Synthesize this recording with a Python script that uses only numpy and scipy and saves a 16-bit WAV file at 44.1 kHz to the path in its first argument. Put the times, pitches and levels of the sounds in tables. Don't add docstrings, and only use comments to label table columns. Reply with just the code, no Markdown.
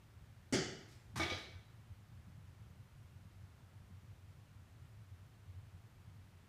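import sys
import numpy as np
from scipy import signal
from scipy.fft import rfft, irfft
from scipy.io import wavfile

SR = 44100
rng = np.random.default_rng(int(sys.argv[2]) if len(sys.argv) > 2 else 0)


def dump_mix(stems):
    frames = np.atleast_2d(stems).T
    limited = np.clip(frames, -1, 1)
    pcm = np.round(limited * 32767).astype(np.int16)
    wavfile.write(sys.argv[1], SR, pcm)


N = 285768
T = np.arange(SR) / SR


def undb(db):
    return 10 ** (np.asarray(db) / 20)


def level(x, db):
    return x * undb(db) / np.sqrt(np.mean(x ** 2))


def octaves(size):
    return np.log2(np.maximum(np.fft.rfftfreq(size, 1 / SR), 1) / 1000)


def read(table, octave):
    hz, db = np.transpose(table)
    return np.interp(octave, np.log2(hz / 1000), db)


def colour(x, db):
    cepstrum = irfft(np.log(undb(db)), len(x))
    cepstrum[1:len(x) // 2] *= 2
    cepstrum[len(x) // 2 + 1:] = 0
    return irfft(rfft(x) * np.exp(rfft(cepstrum)), len(x))


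def resonance(x, hz, width_hz):
    off_centre = (np.fft.rfftfreq(len(x), 1 / SR) - hz) / width_hz
    return colour(x, -20 * np.log10(1 + (2 * off_centre) ** 2))


def add(out, s, x):
    start = int(s * SR)
    out[start:start + len(x)] += x[:N - start]


def ventilation(air_db=-61.5, flutter_per_s=24):
    # (frequency [Hz], relative level [dB])
    air_spectrum = [(22, -28), (36, -20), (62, -11.5), (80, -8.5), (112, -7.5), (140, -11), (215, -20.5),
                    (270, -25.5), (470, -31), (690, -31), (1400, -32.5), (3000, -38.5), (4900, -43.5),
                    (15000, -51)]
    # (frequency [Hz], bandwidth [Hz], level [dB])
    room_modes = [(91.15, 14.3, -62.5), (108.35, 14.5, -66)]
    air = level(colour(rng.standard_normal(N), read(air_spectrum, octaves(N))), air_db)
    bass = signal.sosfiltfilt(signal.butter(2, 200, fs=SR, output="sos"), air)
    rumble = sum(level(resonance(rng.standard_normal(N), hz, width), db) for hz, width, db in room_modes)
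    flutter_db = 2.8 * np.interp(np.arange(N) / SR * flutter_per_s, np.arange(N), rng.standard_normal(N))
    return air - bass + (bass + rumble) * undb(flutter_db)


def contact(spectrum, fall_db, contact_s, dips=(), chatter_hz=900, chatter_db=-2):
    chatter = level(rng.standard_normal(SR) * np.exp(-T / contact_s), chatter_db)
    highpass = signal.butter(2, chatter_hz, "high", fs=SR, output="sos")
    push = level(1. * (T == 0), 0) + signal.sosfilt(highpass, chatter)
    octave, f = octaves(SR), np.fft.rfftfreq(SR, 1 / SR)
    octaves_above_top = np.maximum(octave - np.log2(spectrum[-1][0] / 1000), 0)
    hollows = sum(db * np.exp(-(2 * (f - hz) / width) ** 2) for hz, width, db in dips)
    return colour(push, read(spectrum, octave) + fall_db * octaves_above_top + hollows)


def hall(x, direct_db=-12, early_db=-5, early_s=0.038, build_s=0.0053, t60_s=0.69, damp_hz=18000):
    # (delay [s], level re direct sound [dB])
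    echoes = [(.0035, 1.5), (.0075, -1), (0.011, -19), (0.022, -22)]
    centres = np.arange(-4, 5)
    noise, octave = rfft(rng.standard_normal(SR)), octaves(SR)
    tail = np.zeros(SR)
    for centre in centres:
        band = irfft(noise * np.interp(octave, centres, centres == centre), SR)
        absorption = 1 + (1000 * 2. ** centre / damp_hz) ** 2
        tail += band * np.exp(-np.log(1000) * T * absorption / t60_s)
    tail *= 1 - np.exp(-T / build_s)
    scatter = rng.standard_normal(SR) * np.exp(-T / early_s)
    paths = np.zeros(SR)
    paths[0] = 1
    for delay, db in echoes:
        paths[int(delay * SR)] += undb(db)
    response = level(paths, direct_db) + level(scatter, early_db) + level(tail, 0)
    return signal.fftconvolve(x, response)[:SR]


def ring(modes, detune=0.00085, scatter_db=1, wet_db=-11):
    x = np.zeros(SR)
    for k, (hz, db, t60) in enumerate(modes):
        gain = (-1) ** k * undb(db + scatter_db * rng.standard_normal())
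        tuned_hz = hz * (1 + detune * rng.standard_normal())
        x += gain * np.sin(2 * np.pi * tuned_hz * T) * np.exp(-np.log(1000) * T / t60)
    return level(x, 0) + level(hall(x), wet_db)


def burst(hz, width_hz, decay_s):
    return resonance(rng.standard_normal(SR) * np.exp(-T / decay_s), hz, width_hz)


def touches(table, bright_db, thin_db, contact_s, linger_s=0):
    hardest_db = max(db for _, db in table)
    for s, db in table:
        lighter_db = hardest_db - db
        tilt_db = (bright_db + thin_db * lighter_db) * np.clip(octaves(SR), -3, 2)
        yield s, db, lighter_db, tilt_db, contact_s + linger_s * lighter_db


def blows(hits, spectrum, modes, fall_db, ring_db, ring_loss, direct_db, early_db,
          tick_db, tick_hz, tick_width_hz, tick_s, dips=()):
    out = np.zeros(N)
    for s, db, lighter_db, tilt_db, contact_s in hits:
        crack = hall(contact(spectrum, fall_db, contact_s, dips), direct_db, early_db)
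        ringing = level(ring(modes), ring_db - ring_loss * lighter_db)
        tick = level(burst(tick_hz, tick_width_hz, tick_s), tick_db)
        add(out, s, level(colour(level(crack, 0) + ringing + tick, tilt_db), db))
    return out


def pane_knock():
    # (time [s], level [dB])
    knocks = [(0.5253, -45.5), (0.5333, -50.5)]
    # (frequency [Hz], gain [dB])
    spectrum = [(50, -26.5), (125, -5), (190, -4), (270, -4.5), (390, -4), (490, -13), (820, -11.5),
                (1400, -21), (2000, -18), (3400, -18.5), (5000, -20.5), (6900, -23.5)]
    # (frequency [Hz], relative level [dB], T60 [s])
    modes = [(125.7, -0.5, 0.43), (227, 4, 0.25), (282.4, 5.5, 0.19), (283, -9, 0.18), (329.3, -1.5, 0.4),
             (381, -1.5, 0.78), (676, -29, 0.46), (853, -16, 1), (1448, -14.5, 0.89), (1650, -19, 0.9)]
    # (frequency [Hz], width [Hz], gain [dB])
    dips = [(1023, 370, -15.5), (2570, 460, -12), (3950, 590, -12.5)]
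    hits = touches(knocks, bright_db=0, thin_db=0.22, contact_s=0.011)
    return blows(hits, spectrum, modes, fall_db=-38, ring_db=-3.5, ring_loss=3, direct_db=-13.5,
                 early_db=-8, tick_db=-19, tick_hz=8100, tick_width_hz=3200, tick_s=0.025, dips=dips)


def scuffs():
    # (time [s], level [dB])
    grazes = [(0.882, -83), (0.913, -81), (1.1587, -53), (1.172, -60), (1.378, -78)]
    # (frequency [Hz], gain [dB])
    spectrum = [(40, -42), (85, 16), (130, 7.5), (340, -1.5), (520, -19), (900, -6.5), (2300, -8.5),
                (2700, -16.5), (4300, -17), (8500, -22.5)]
    hits = touches(grazes, bright_db=0.5, thin_db=0.28, contact_s=0.0039, linger_s=0.00035)
    out = np.zeros(N)
    for s, db, _, tilt_db, contact_s in hits:
        graze = contact(spectrum, fall_db=-16, contact_s=contact_s)
        echoing = hall(graze, direct_db=-11.5, early_db=-3.5, early_s=0.024)
        add(out, s, level(colour(echoing, tilt_db), db))
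    return out


def hand_bumps():
    # (time [s], level [dB])
    bumps = [(1.138, -72), (2.269, -75), (2.375, -73.5), (3.249, -77), (3.904, -75.5), (4.032, -77)]
    out = np.zeros(N)
    for s, db in bumps:
        add(out, s, level(burst(hz=165, width_hz=75, decay_s=0.014), db))
    return out


def frame_rattle():
    # (time [s], level [dB])
    clacks = [(1.1978, -50), (1.216, -56), (1.231, -53.5), (1.299, -56), (1.325, -59.5)]
    # (frequency [Hz], gain [dB])
    spectrum = [(50, -30), (95, -8), (160, -8), (260, -11), (350, 4), (470, -10), (680, -2), (1000, -12.5),
                (1800, -12), (2250, -8.5), (2700, -16), (3500, -12), (4500, -18), (5800, -22.5)]
    # (frequency [Hz], relative level [dB], T60 [s])
    modes = [(93.4, -16, 0.52), (315.6, 9.5, 0.69), (336.5, 10.5, 0.16), (584, -10, 0.62), (651, 5, 0.51),
             (864, 2, 0.28), (1223, 8.5, 0.34), (1690, -10, 0.29), (1520, 4, 0.43), (2220, 6.5, 0.49),
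             (2250, -10, .3), (2280, 4.5, 0.43), (2260, 9, 0.22), (2920, -13, 0.33), (3230, -23, 0.2),
             (3240, -17, 0.27), (3933, 0, 0.57)]
    hits = touches(clacks, bright_db=-0.1, thin_db=0.61, contact_s=0.0016, linger_s=0.00075)
    return blows(hits, spectrum, modes, fall_db=-44, ring_db=1.5, ring_loss=0.5, direct_db=-2.5,
                 early_db=-2, tick_db=-31, tick_hz=8800, tick_width_hz=9000, tick_s=0.07)


def settling_thud(start_s=1.312, sway_hz=95, decay_s=0.016, sway_db=-65, push_db=-62):
    out = np.zeros(N)
    sway = np.sin(2 * np.pi * sway_hz * T) * T * np.exp(-T / decay_s)
    push = hall(burst(hz=360, width_hz=450, decay_s=0.022), direct_db=8.5)
    add(out, start_s, level(sway, sway_db) + level(push, push_db))
    return out


def scene():
    window = pane_knock() + frame_rattle() + settling_thud() + scuffs()
    return (window + hand_bumps() + ventilation())[None]


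def record(dry):
    return signal.sosfilt(signal.ellip(10, 0.2, 70, 15300, fs=SR, output="sos"), dry)


dry = scene()
out = record(dry)
dump_mix(out)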